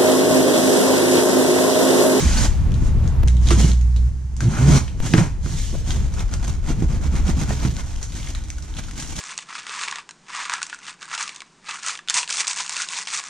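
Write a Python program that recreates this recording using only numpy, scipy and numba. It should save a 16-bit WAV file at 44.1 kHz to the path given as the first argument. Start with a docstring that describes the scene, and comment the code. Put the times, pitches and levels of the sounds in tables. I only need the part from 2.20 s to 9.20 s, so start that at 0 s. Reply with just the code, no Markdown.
"""A blade hisses and squeaks through a cardboard box, over traffic rumbling outside an open garage.
Gloved hands fold the flaps, drag the box over concrete and rummage in packing paper and a plastic bag.
Rubbed sheets scuff, creases buckle and snap; the hollow box booms when rubbed or knocked and groans
as a flap sticks and slips. An engine murmurs and drones for a while. Rustle and snaps echo briefly."""
import sys
import numpy as np
from scipy import signal
from scipy.fft import rfft, irfft, next_fast_len
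from scipy.io import wavfile
from scipy.ndimage import uniform_filter1d
from numba import njit

SR = 44100
rng = np.random.default_rng(int(sys.argv[2]) if len(sys.argv) > 2 else 0)


def write(x):
    x = np.atleast_2d(x).T
    wavfile.write(sys.argv[1], SR, np.round(np.clip(x, -1, 1) * 32767).astype(np.int16))


N = 308788

# blade and hand strokes: t/s, length/s, start treble/dB, end treble/dB, middle re treble/dB, top boom/dB
HAND_STROKES = [(0.0, 0.14, -27.5, -31, 1.5, -24), (0.174, 0.082, -26.5, -26, 2, -28.5),
                (0.42, 0.68, -64, -60.5, 17, -45), (0.565, 0.11, -56, -43.5, 0, -58),
                (0.84, 0.047, -56, -50, 0, -58), (1.23, 0.1, -42, -28, 1.5, -32),
                (1.401, 0.1, -24.5, -33.5, 0, -18.5), (2.232, 0.071, -39, -46, 6, -23.5),
                (2.322, 0.11, -39.5, -33.5, 9, -27), (2.486, 0.087, -28, -24.5, 5.5, -15),
                (2.817, 0.048, -42, -34.5, 6.5, -38), (2.862, 0.079, -42, -36.5, -16, -40),
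                (2.987, 0.086, -28, -44, 10.5, -18), (3.251, 0.087, -41, -38, 1, -40.5),
                (3.383, 0.22, -35, -44, -9, -43), (3.678, 0.033, -37.5, -32.5, 0, -32.5),
                (3.749, 0.12, -42, -45, 4, -37), (3.94, 0.078, -48, -59, 5, -38),
                (4.006, 0.025, -37.5, -47.5, 9.5, -37), (4.1, 0.047, -46, -39, 5.5, -33),
                (4.22, 0.056, -56, -57.5, 14, -44.5), (4.254, 0.045, -38, -42, 3, -41),
                (4.318, 0.089, -49, -56.5, 8, -46), (5.663, 0.2, -47.5, -42, 3.5, -68),
                (5.918, 0.19, -41, -38.5, 0.5, -54), (6.162, 0.22, -51, -52, 4.5, -69),
                (6.433, 0.083, -51.5, -51, 6.5, -62), (6.554, 0.038, -49, -36.5, 3, -33),
                (6.642, 0.11, -45.5, -58, 1, -51), (6.736, 0.024, -55, -63, 7, -45),
                (6.784, 0.048, -36, -37.5, 0.5, -65), (6.906, 0.04, -36, -49, 2, -57),
                (6.978, 0.012, -33, -33.5, -0.5, -33.5)]
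# tugs at the paper: t/s, treble/dB, width/s, middle re treble/dB, boom/dB
PAPER_TUGS = [(4.495, -38, 0.087, 7.5, -26.5), (4.612, -41.5, 0.087, 7.5, -27),
              (4.736, -41.5, 0.097, 8, -30), (4.852, -41, 0.077, 9, -27), (4.978, -41, 0.12, 9.5, -28),
              (5.093, -35, 0.066, 9, -27), (5.15, -54.5, 0.13, 6, -29.5), (5.212, -34, 0.08, 6, -25),
              (5.309, -36, 0.059, 9, -29.5), (5.352, -42, 0.078, 1, -55), (5.438, -37, 0.1, 8.5, -46),
              (5.5, -41, 0.12, -3, -32), (5.604, -40.5, 0.069, 6, -42)]
# even hiss of blade and drag to crackle of sheets: t/s, crispness/0-1, film crinkle re treble/dB
TEXTURE = [(0, 0.05, -24), (2.7, 0.27, -32), (3.4, 0.03, -13), (4.3, 0.85, -8), (4.45, 0.4, -11),
           (5.55, 0.34, -6), (5.7, 0.56, -9.5), (7, 0.42, -11)]
CREASE_SPECTRUM = [(1180, -35), (2000, -11.5), (2610, -17.5), (2940, -9.5), (4510, -11.5), (4940, -11.5),
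                   (6620, -4), (9730, -16), (11400, -29), (12500, -25.5), (14800, -50)]  # buckling paper: f/Hz, level/dB
FILM_SPECTRUM = [(500, -32), (1200, -3), (3500, -0.5), (6500, -1), (9500, -15), (14000, -18)]  # thin plastic: f/Hz, level/dB
SCUFF_SPECTRUM = [(250, 30.5), (450, 15), (900, 21), (1600, 12), (2500, 11.5), (4000, -33)]  # rubbed sheets: f/Hz, level/dB
# blade or flap edge catching: t/s, length/s, start f/Hz, end f/Hz, start level/dB, end level/dB
EDGE_SQUEAKS = [(.062, 0.031, 2020, 2000, -38, -37), (.155, 0.085, 1795, 1770, -39, -43),
                (.172, 0.021, 4560, 4600, -25.5, -34), (.182, .025, 3670, 3700, -45, -42),
                (.21, 0.044, 6400, 6700, -38, -35), (1.42, 0.04, 3000, 3010, -34, -42),
                (2.335, 0.06, 1424, 1487, -35, -34), (2.51, 0.026, 3640, 3450, -35, -38),
                (2.52, 0.046, 874, 935, -27, -32), (2.54, .035, 4070, 4400, -37, -32),
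                (2.555, 0.041, 5930, 6100, -24, -36), (2.68, 0.014, 2900, 2800, -43, -60),
                (3.537, 0.023, 476, 418, -32.5, -29), (3.992, 0.0098, 3680, 3800, -36, -40),
                (1.303, .02, 5000, 5000, -31, -39), (1.4, .04, 6700, 6700, -49, -40),
                (.03, 0.033, 6870, 6950, -40, -33)]
HELD_BOOM = [(0.0, -50), (0.45, -23.5), (1.0, -24), (1.85, -28), (1.95, -31.5), (2.18, -38.5), (2.7, -29),
             (3.2, -31), (3.9, -40.5), (4.42, -34), (4.75, -36), (5.4, -33.5), (5.7, -39), (7.0, -52.5)]  # hum of the held box: t/s, level/dB

TRAFFIC_RUMBLE = [(0.0, -18), (0.16, -16.5), (0.45, -20), (1.02, -19), (1.08, -32), (1.27, -16),
                  (1.45, -31), (1.88, -25), (2.0, -34), (2.6, -31), (3.2, -26), (3.8, -20), (4.5, -24.5),
                  (5.0, -18.5), (5.2, -24.5), (7.0, -34.5)]  # deep rumble: t/s, level/dB
ROAR_AND_AIR = [(0.0, -33, -32), (0.4, -33, -51), (1.02, -28.5, -59), (1.06, -30.5, -51), (1.89, -39, -51),
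                (1.91, -42.5, -55), (2.8, -40, -57.5), (7.0, -66, -58)]  # street noise: t/s, tyre level/dB, air level/dB
RUMBLE_SPECTRUM = [(12, -24), (22, 23.5), (45, 22.5), (100, 12), (200, -7), (400, -73)]  # traffic: f/Hz, level/dB
TYRE_SPECTRUM = [(100, 21), (200, 10), (400, -13), (900, -2), (1800, -19), (3500, -56)]  # tyres on the road: f/Hz, level/dB
AIR_SPECTRUM = [(500, -15), (1500, -0.5), (3500, -10), (6500, -2.5), (9000, -7), (14000, -30.5)]  # street air: f/Hz, level/dB
MURMUR_LEVEL = [(0.0, -14.5), (0.6, -20), (1.03, -19.5), (2.3, -35), (2.52, -18.5), (2.73, -29.5), (3.0, -69),
                (3.15, -35.5), (3.76, -21.5), (4.1, -29), (5.1, -23.5), (5.7, -34), (7.0, -34.5)]  # low murmur: idling engine, with the rubbed box's deep hum swelling around 2.5 s: t/s, level/dB

# single creases: t/s, level/dB, f/Hz, bright band gain/dB, shiver re crack/dB
CREASE_SNAPS = [(0.5192, -21, 3470, 6, -10), (0.5417, -22.5, 3780, 3, -3), (0.8415, -33, 3800, 8, -16),
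                (0.877, -21, 3780, 15, -9), (1.0754, -18.5, 1950, 6, 4), (1.083, -12, 3650, 2, -11),
                (1.1683, -22, 3480, -2, -8), (1.271, -17.5, 3800, -4, 8), (1.287, -9, 3700, 4, -8),
                (1.306, -9, 1250, -17, 5), (1.5168, -15, 3940, -10, -9), (1.5332, -18.5, 1090, 11, -7),
                (1.6123, -24, 2420, 8, -6), (1.7628, -21.5, 3950, 1.5, 1), (2.1658, -25, 1030, 7, -1),
                (2.2061, -10.5, 1570, -1, -6), (2.68, -20, 2850, -28, -5), (2.9372, 0.5, 1800, -19, -26),
                (2.9376, -11, 2540, -6, -29), (2.9782, -11, 1500, -3, -10), (2.9825, -19, 1700, -5, -16),
                (3.7066, -8.5, 3350, -31, -11), (3.8045, -29, 3000, 0, -9), (3.94, -20, 1500, 9, -7),
                (3.9928, -20, 1200, 3, -7), (3.9956, -22, 3680, 0, -11), (4.093, -27, 1430, -15, -7),
                (4.139, -10, 1390, -1, -10), (4.2298, -28, 1360, -10, -9), (4.248, -17.5, 1480, -5, -9),
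                (4.2594, -24, 1560, 0, -11), (4.2792, -17, 1060, 7, -7), (4.4634, -25, 1990, -7, -6),
                (4.689, -35, 3000, -3, -9), (4.837, -28, 2460, -4, -8), (4.955, -18.5, 2000, -11, -2),
                (5.0755, -25, 2520, -5, -8), (5.16, -29, 2500, -2, -9), (5.567, -15, 4520, 9, -17),
                (5.5957, -20, 2050, -6, -4), (5.7612, -19, 3030, 11, -16), (5.8288, -13.5, 6300, 9, -2.5),
                (5.841, -22, 1520, 4, -11), (5.9213, -24.5, 3670, -2, -7), (5.998, -33, 3660, -6, -17),
                (6.03, -24.5, 3400, -8, -6), (6.057, -27, 3200, -6, -12), (6.0727, -20, 2010, -17, -4),
                (6.1497, -19, 1810, -5, -2), (6.1496, -18, 3900, -2, -11), (6.2386, -26, 3820, 7, -11),
                (6.285, -27, 1410, 7, -11), (6.3028, -13, 2300, 7, -12.5), (6.3294, -31, 1240, -5, -11),
                (6.3834, -22.5, 1450, 5, -4), (6.4243, -23, 5570, 4, 0), (6.5324, -34, 1080, -5, -11),
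                (6.54, -26, 3250, -11, -9), (6.5676, -25, 3200, -3, 5), (6.5864, -25, 1090, -6, -4),
                (6.6385, -26.5, 4260, -1, -9), (6.684, -25, 1440, -16, -2), (6.7117, -16, 1960, 6, -12),
                (6.779, -20, 2130, 4, -12), (6.7998, -17.5, 3090, 17, 3), (6.8244, -17, 1420, -1, -2),
                (6.8746, -21, 2000, 14, -1), (6.8963, -31, 3270, 0, -11), (6.9646, -15.5, 3810, 10, -5),
                (6.9904, -15, 1910, -7, -11)]
BOX_KNOCKS = [(0.622, -10, -33, 102), (1.309, -13, 1, 322), (1.444, -7.5, -10.5, 108),
              (2.927, -14, -30, 158), (2.9394, 2, -7, 200), (2.981, -3, -1, 132), (3.261, -20.5, -3, 191),
              (3.529, -23.5, -10, 242), (3.991, -29, -28, 130), (4.503, -14.5, -19, 222),
              (4.622, -8.5, -22, 188), (5.09, -14, -14, 197), (5.306, -20, -3, 597),
              (5.45, -7.5, -6.5, 121), (5.949, -24.5, -16, 110), (6.593, -38, 10.5, 102)]  # blows on the box: t/s, ring level/dB, slap re ring/dB, favoured f/Hz
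BOX_MODES = [(126, 3.5, 0.14), (161, 7.5, 0.073), (215, -5, 0.1), (234, 8, 0.034), (318, 0.5, 0.15),
             (422.5, -5.5, 0.19), (674, 17, 0.0096), (1354, 0, 0.041), (1890, 10, 0.04), (2500, 4, 0.028)]  # wall modes: f/Hz, level/dB, t60/s
DRY_TICKS = [(1.033, -14.5), (2.803, -14)]  # ticks: t/s, level/dB
# held engine notes: t/s, length/s, start f/Hz, end f/Hz, start level/dB, end level/dB
ENGINE_NOTES = [(1.036, .85, 61.32, 60.24, -17, -19.5), (1.91, 0.41, 64.8, 61.5, -30, -30)]
ENGINE_HARMONICS = [(1, 5), (2, -11), (3, -22), (4, -51)]  # drone partials: multiple, gain/dB
# flap stick-slip: t/s, length/s, start f/Hz, end f/Hz, start level/dB, end level/dB
FLAP_GROANS = [(2.22, 0.068, 114, 115, -20, -10), (2.39, 0.1, 113.3, 154.6, -15.5, -13),
               (2.525, 0.053, 134.8, 140, -19, -10)]
GROAN_HARMONICS = [(1, 0.5), (2, -18), (3, -21)]  # groan partials: multiple, gain/dB

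PORT_LIKENESS = [(60, 0.76), (130, 0.8), (290, 0.76), (630, 0.72), (1370, 0.76), (3000, 0.75), (6560, 0.4),
                 (14300, .4)]  # between the microphone ports: f/Hz, coherence/0-1
PORT_LEAD = [(20, 0), (340, 0), (780, 1.25), (1460, 1.15), (2100, .5), (3100, .1), (6000, .8), (9000, 4.0),
             (14000, 6.5)]  # left ahead of right: f/Hz, phase/rad
PORT_TILT = [(25, 8), (60, -2.2), (110, -1.5), (200, -2), (370, -3), (680, -4), (1260, 0.0), (2310, 1.5),
             (4250, -2.5), (7800, -2), (14300, 1)]  # left re right: f/Hz, level/dB

ATTACK_DB_PER_S, RELEASE_DB_PER_S = 395, 373
RASP_HZ, RASP_DB_PER_OCTAVE = 1560, 58
LOUDEST_CREASE_SPREADS, SQUEAK_STEADY_GAIN = 2.2, .35
REST_HZ, PRESSED_HZ = 102.6, 154.2
IDLE_HZ, WHINE_HZ, WHINE_DB = 65.95, 309, -54
CRACK_T60_S, SHIVER_T60_S = .009, 0.14
GARAGE_T60_S, GARAGE_DB = .5, -8.5
TOP_HZ, CEILING = 14950, .95


def undb(db):
    """Decibels to gain."""
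    return 10 ** (np.asarray(db) / 20)


def curves(table):
    """Value columns of a timed table, interpolated per sample."""
    times_s, *columns = np.vstack(table).T
    return [np.interp(np.arange(N) / SR, times_s, column) for column in columns]


def per_bin(points):
    """(f/Hz, value) points at each FFT bin, on a log axis."""
    hz, value = np.transpose(points)
    return np.interp(np.log(np.fft.rfftfreq(next_fast_len(N), 1 / SR) + 1), np.log(hz + 1), value)


def unit(x):
    """Scale to rms 1."""
    return x / np.sqrt(np.mean(x ** 2))


def colour(x, spectrum):
    """Shape by (f/Hz, level/dB) points; rms 1."""
    size = next_fast_len(N)
    return unit(irfft(rfft(x, size) * undb(per_bin(spectrum)), size)[:, :N])


def noise():
    """White noise. Row 0: shared by both microphone ports; row 1: right port only."""
    return rng.standard_normal((2, N))


@njit
def bandpass(x, hz, width):
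    """State-variable filter with a moving centre; width = 1/Q."""
    y = np.empty_like(x)
    for row in range(x.shape[0]):
        band, low = 0., 0.
        for i in range(x.shape[1]):
            g = np.tan(np.pi * hz[i] / SR)
            v = (band + g * (x[row, i] - low)) / (1 + g * (g + width))
            band, low = 2 * v - band, low + 2 * g * v
            y[row, i] = width * v
    return y


def fade(t60_s, length_s):
    """Exponential decay."""
    return np.exp(-np.log(1000) * np.arange(int(length_s * SR)) / SR / t60_s)


def add(out, at_s, sound):
    """Mix in a short sound."""
    i = int(at_s * SR)
    out[:, i:i + sound.shape[-1]] += sound[..., :N - i]


def wander(hz, octaves, hold_s):
    """A pitch that jumps about hz after each hold."""
    hold = int(hold_s * SR)
    steps = np.repeat(rng.uniform(-0.985, 1, N // hold + 1), hold)[:N]
    return hz * 2 ** (octaves * uniform_filter1d(steps, size=200))


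def tone(notes, partials):
    """Notes gliding in pitch and level."""
    t, out = np.arange(N) / SR, 0
    for at_s, length_s, start_hz, end_hz, start_db, end_db in notes:
        span_s = [at_s, at_s + length_s]
        phase = 2 * np.pi * np.cumsum(np.interp(t, span_s, [start_hz, end_hz])) / SR
        gain = undb(np.interp(t, span_s, [start_db, end_db])) * (t > at_s) * (t < span_s[1])
        wave = sum(undb(db) * np.sin(multiple * phase) for multiple, db in partials)
        out = out + uniform_filter1d(gain, size=400) * np.sqrt(2) * wave
    return out


def crackle(rate_per_s, spread_db, t60_s):
    """Envelope of random decaying kicks, a few much louder; rms 1."""
    fires = rng.random(N) < rate_per_s / SR
    kick_db = spread_db * rng.exponential(size=N).clip(0, LOUDEST_CREASE_SPREADS)
    power = signal.fftconvolve(fires * undb(2 * kick_db), fade(t60_s, 0.24) ** 2)[:N]
    return unit(np.sqrt(power.clip(0) + 1e-12))


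def handling():
    """Treble, middle and boom gains: strokes rise, ramp and die; tugs swell and pass."""
    t, gains = np.arange(N) / SR, np.full((3, N), 1e-6)
    for at_s, length_s, start_db, end_db, middle_db, boom_db in HAND_STROKES:
        db = np.interp(t, [at_s, at_s + length_s], [start_db, end_db])
        db -= ATTACK_DB_PER_S * (at_s - t).clip(0) + RELEASE_DB_PER_S * (t - at_s - length_s).clip(0)
        gains += undb(db) * undb([[0], [middle_db], [boom_db - max(start_db, end_db)]])
    for at_s, db, width_s, middle_db, boom_db in PAPER_TUGS:
        swell = np.exp(-(2 * (t - at_s) / width_s) ** 2)
        gains += swell * undb([[db], [db + middle_db], [boom_db]])
    return gains


def rustle(treble, middle):
    """Creases crackle and ring in the treble; rubbed sheets scuff and rasp in the middle."""
    crispness, crinkle_db = curves(TEXTURE)
    buckling = crackle(300., 8.8, 0.053) ** crispness.clip(0, 1.5)
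    creases = colour(noise() * buckling, CREASE_SPECTRUM)
    crinkles = colour(noise() * crackle(130., 2.1, 0.014), FILM_SPECTRUM)
    facets = sum(unit(bandpass(noise() * buckling, wander(hz, octaves=0.47, hold_s=.035), 0.023))
                 for hz in (2100., 3800., 6000.))
    scuffs = colour(noise() * buckling, SCUFF_SPECTRUM)
    # thinner middle, higher rasp
    rasp_hz = (RASP_HZ * 2 ** (20 * np.log10(treble / middle) / RASP_DB_PER_OCTAVE)).clip(500, 5000)
    friction = noise() * buckling * crackle(130., 2.3, 0.065)
    rasp = unit(bandpass(bandpass(friction, rasp_hz, 0.073), rasp_hz, 0.89))
    return (treble * (creases + undb(crinkle_db) * crinkles + undb(-15) * facets)
            + middle * (scuffs + undb(-16) * rasp))


def box_boom(pressed):
    """Rubbed walls boom, higher as a hand stiffens them; small side panels sound above."""
    held = undb(curves(HELD_BOOM)[0])
    wall_hz = REST_HZ + (PRESSED_HZ - REST_HZ) * pressed / (pressed + held)
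    rubbing = crackle(60., 0.81, 0.22)
    walls = unit(bandpass(bandpass(noise() * rubbing, wall_hz, 0.49), wall_hz, 0.99))
    panels = unit(bandpass(noise() * rubbing, np.full(N, 370.), 0.55))
    return (held + pressed) * (walls + undb(-34.5) * panels)


def street():
    """Traffic rumble, tyre roar and the hiss of the air."""
    roar_db, air_db = curves(ROAR_AND_AIR)
    rumble = undb(curves(TRAFFIC_RUMBLE)[0]) * colour(noise(), RUMBLE_SPECTRUM)
    roar = undb(roar_db) * colour(noise(), TYRE_SPECTRUM)
    return rumble + roar + undb(air_db) * colour(noise(), AIR_SPECTRUM)


def low_murmur():
    """Murmur in two narrow noise bands, muted during the drone."""
    t, hz = np.arange(N) / SR, np.full(N, IDLE_HZ)
    murmur = unit(bandpass(noise(), hz, 0.032) + 0.4 * bandpass(noise(), 1.168 * hz, 0.046))
    idling = (t < ENGINE_NOTES[0][0]) | (t > ENGINE_NOTES[-1][0] + ENGINE_NOTES[-1][1])
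    return undb(curves(MURMUR_LEVEL)[0]) * murmur * idling


def edge_squeaks():
    """Blade or flap edge catches: a scratchy, fluttering tone 2 % below the listed pitch."""
    flutter = unit(uniform_filter1d(noise(), size=110))
    return tone(EDGE_SQUEAKS, [(0.98, 0)]) * (SQUEAK_STEADY_GAIN + flutter) * [[1], [.4]]


def crease_snaps():
    """A crack, then a shiver, ringing at the crease's pitch, in a broad band and in the bright top."""
    out = np.zeros((2, N))
    for at_s, db, pitch_hz, bright_db, shiver_db in CREASE_SNAPS:
        envelope = fade(CRACK_T60_S, .2) + undb(shiver_db) * fade(SHIVER_T60_S, .2)
        burst = rng.standard_normal((2, len(envelope))) * envelope
        burst[0, :3] += 5.0  # hard onset
        bands = [(pitch_hz, .2, 1.9), (3200, 1.5, .5), (6400, .35, undb(bright_db))]
        snap = sum(gain * bandpass(burst, np.full(len(envelope), float(hz)), width)
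                   for hz, width, gain in bands)
        add(out, at_s, undb(db) * snap / np.abs(snap).max())
    # thick paper and card radiate little top treble
    return signal.sosfilt(signal.butter(4, 9500., fs=SR, output="sos"), out)


def box_knocks():
    """A blow slaps and rings the wall modes; its place favours those near one pitch."""
    t, out = np.arange(int(.25 * SR)) / SR, np.zeros((2, N))
    for at_s, db, slap_db, favoured_hz in BOX_KNOCKS:
        detunes = 1 + 0.0383 * rng.standard_normal(len(BOX_MODES))
        ring = 0
        for (hz, mode_db, t60_s), detune in zip(BOX_MODES, detunes):
            gain = undb(mode_db - 10.9 * abs(np.log2(hz / favoured_hz)))
            ring += gain * fade(t60_s, .25) * np.sin(2 * np.pi * hz * detune * t)
        ring *= np.minimum(t / 0.0023, 1)
        slap = rng.standard_normal((2, len(t))) * (fade(0.003, .25) + 0.19 * fade(0.076, .25))
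        for hz, width in (1300., 0.48), (1800., 3.9):
            slap = bandpass(slap, np.full(len(t), hz), width)
        knock = ring / np.abs(ring).max() + undb(slap_db) * slap / np.abs(slap).max()
        add(out, at_s, undb(db) * knock)
    return out


def ticks():
    """Sudden steps that decay."""
    out = np.zeros((2, N))
    for at_s, db in DRY_TICKS:
        add(out, at_s, undb(db) * fade(0.077, .05) * [[1], [0]])
    return out


def engine_drone():
    """The engine holds low, slightly sagging notes."""
    return tone(ENGINE_NOTES, ENGINE_HARMONICS)


def flap_groans():
    """A flap sticks and slips; the box groans in rising notes."""
    return tone(FLAP_GROANS, GROAN_HARMONICS)


def street_whine():
    """A faint sine fades in late."""
    t = np.arange(N) / SR
    fade_in = np.clip((t - 5.8) / 0.4, 0, 1)
    return fade_in * undb(WHINE_DB) * np.sqrt(2) * np.sin(2 * np.pi * WHINE_HZ * t)


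def garage_echo(x):
    """Dense reflections as a decaying noise tail."""
    tail = rng.standard_normal((2, int(.6 * SR))) * fade(GARAGE_T60_S, .6)
    tail /= np.sqrt(np.sum(tail[0] ** 2))
    return undb(GARAGE_DB) * signal.fftconvolve(x, tail, axes=1)[:, :N]


def ports(pair):
    """Two microphone ports: partly alike, the left ahead and coloured a little differently."""
    size = next_fast_len(N)
    shared, own = rfft(pair, size)
    likeness, tilt = per_bin(PORT_LIKENESS).clip(0, 1), undb(per_bin(PORT_TILT) / 2)
    right = (likeness * shared + np.sqrt(1 - likeness ** 2) * own) * np.exp(-1j * per_bin(PORT_LEAD))
    return irfft(np.array([shared * tilt, right / tilt]), size)[:, :N]


def scene():
    """Paper with the garage's echo, box and street, in stereo."""
    treble, middle, boom = handling()
    paper = rustle(treble, middle) + edge_squeaks()
    clicks = crease_snaps() + ticks()
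    echo = garage_echo(clicks + 0.67 * paper)
    box = box_boom(boom) + box_knocks()
    tones = (engine_drone() + flap_groans() + street_whine()) * [[1], [.3]]
    return ports(paper + clicks + echo + box + tones + street() + low_murmur())


def record(dry):
    """The microphone rounds peaks and cuts the top."""
    lowpass = signal.ellip(10, .2, 80, TOP_HZ, fs=SR, output="sos")
    return signal.sosfilt(lowpass, CEILING * np.tanh(dry / CEILING))


dry = scene()
out = record(dry)
write(out)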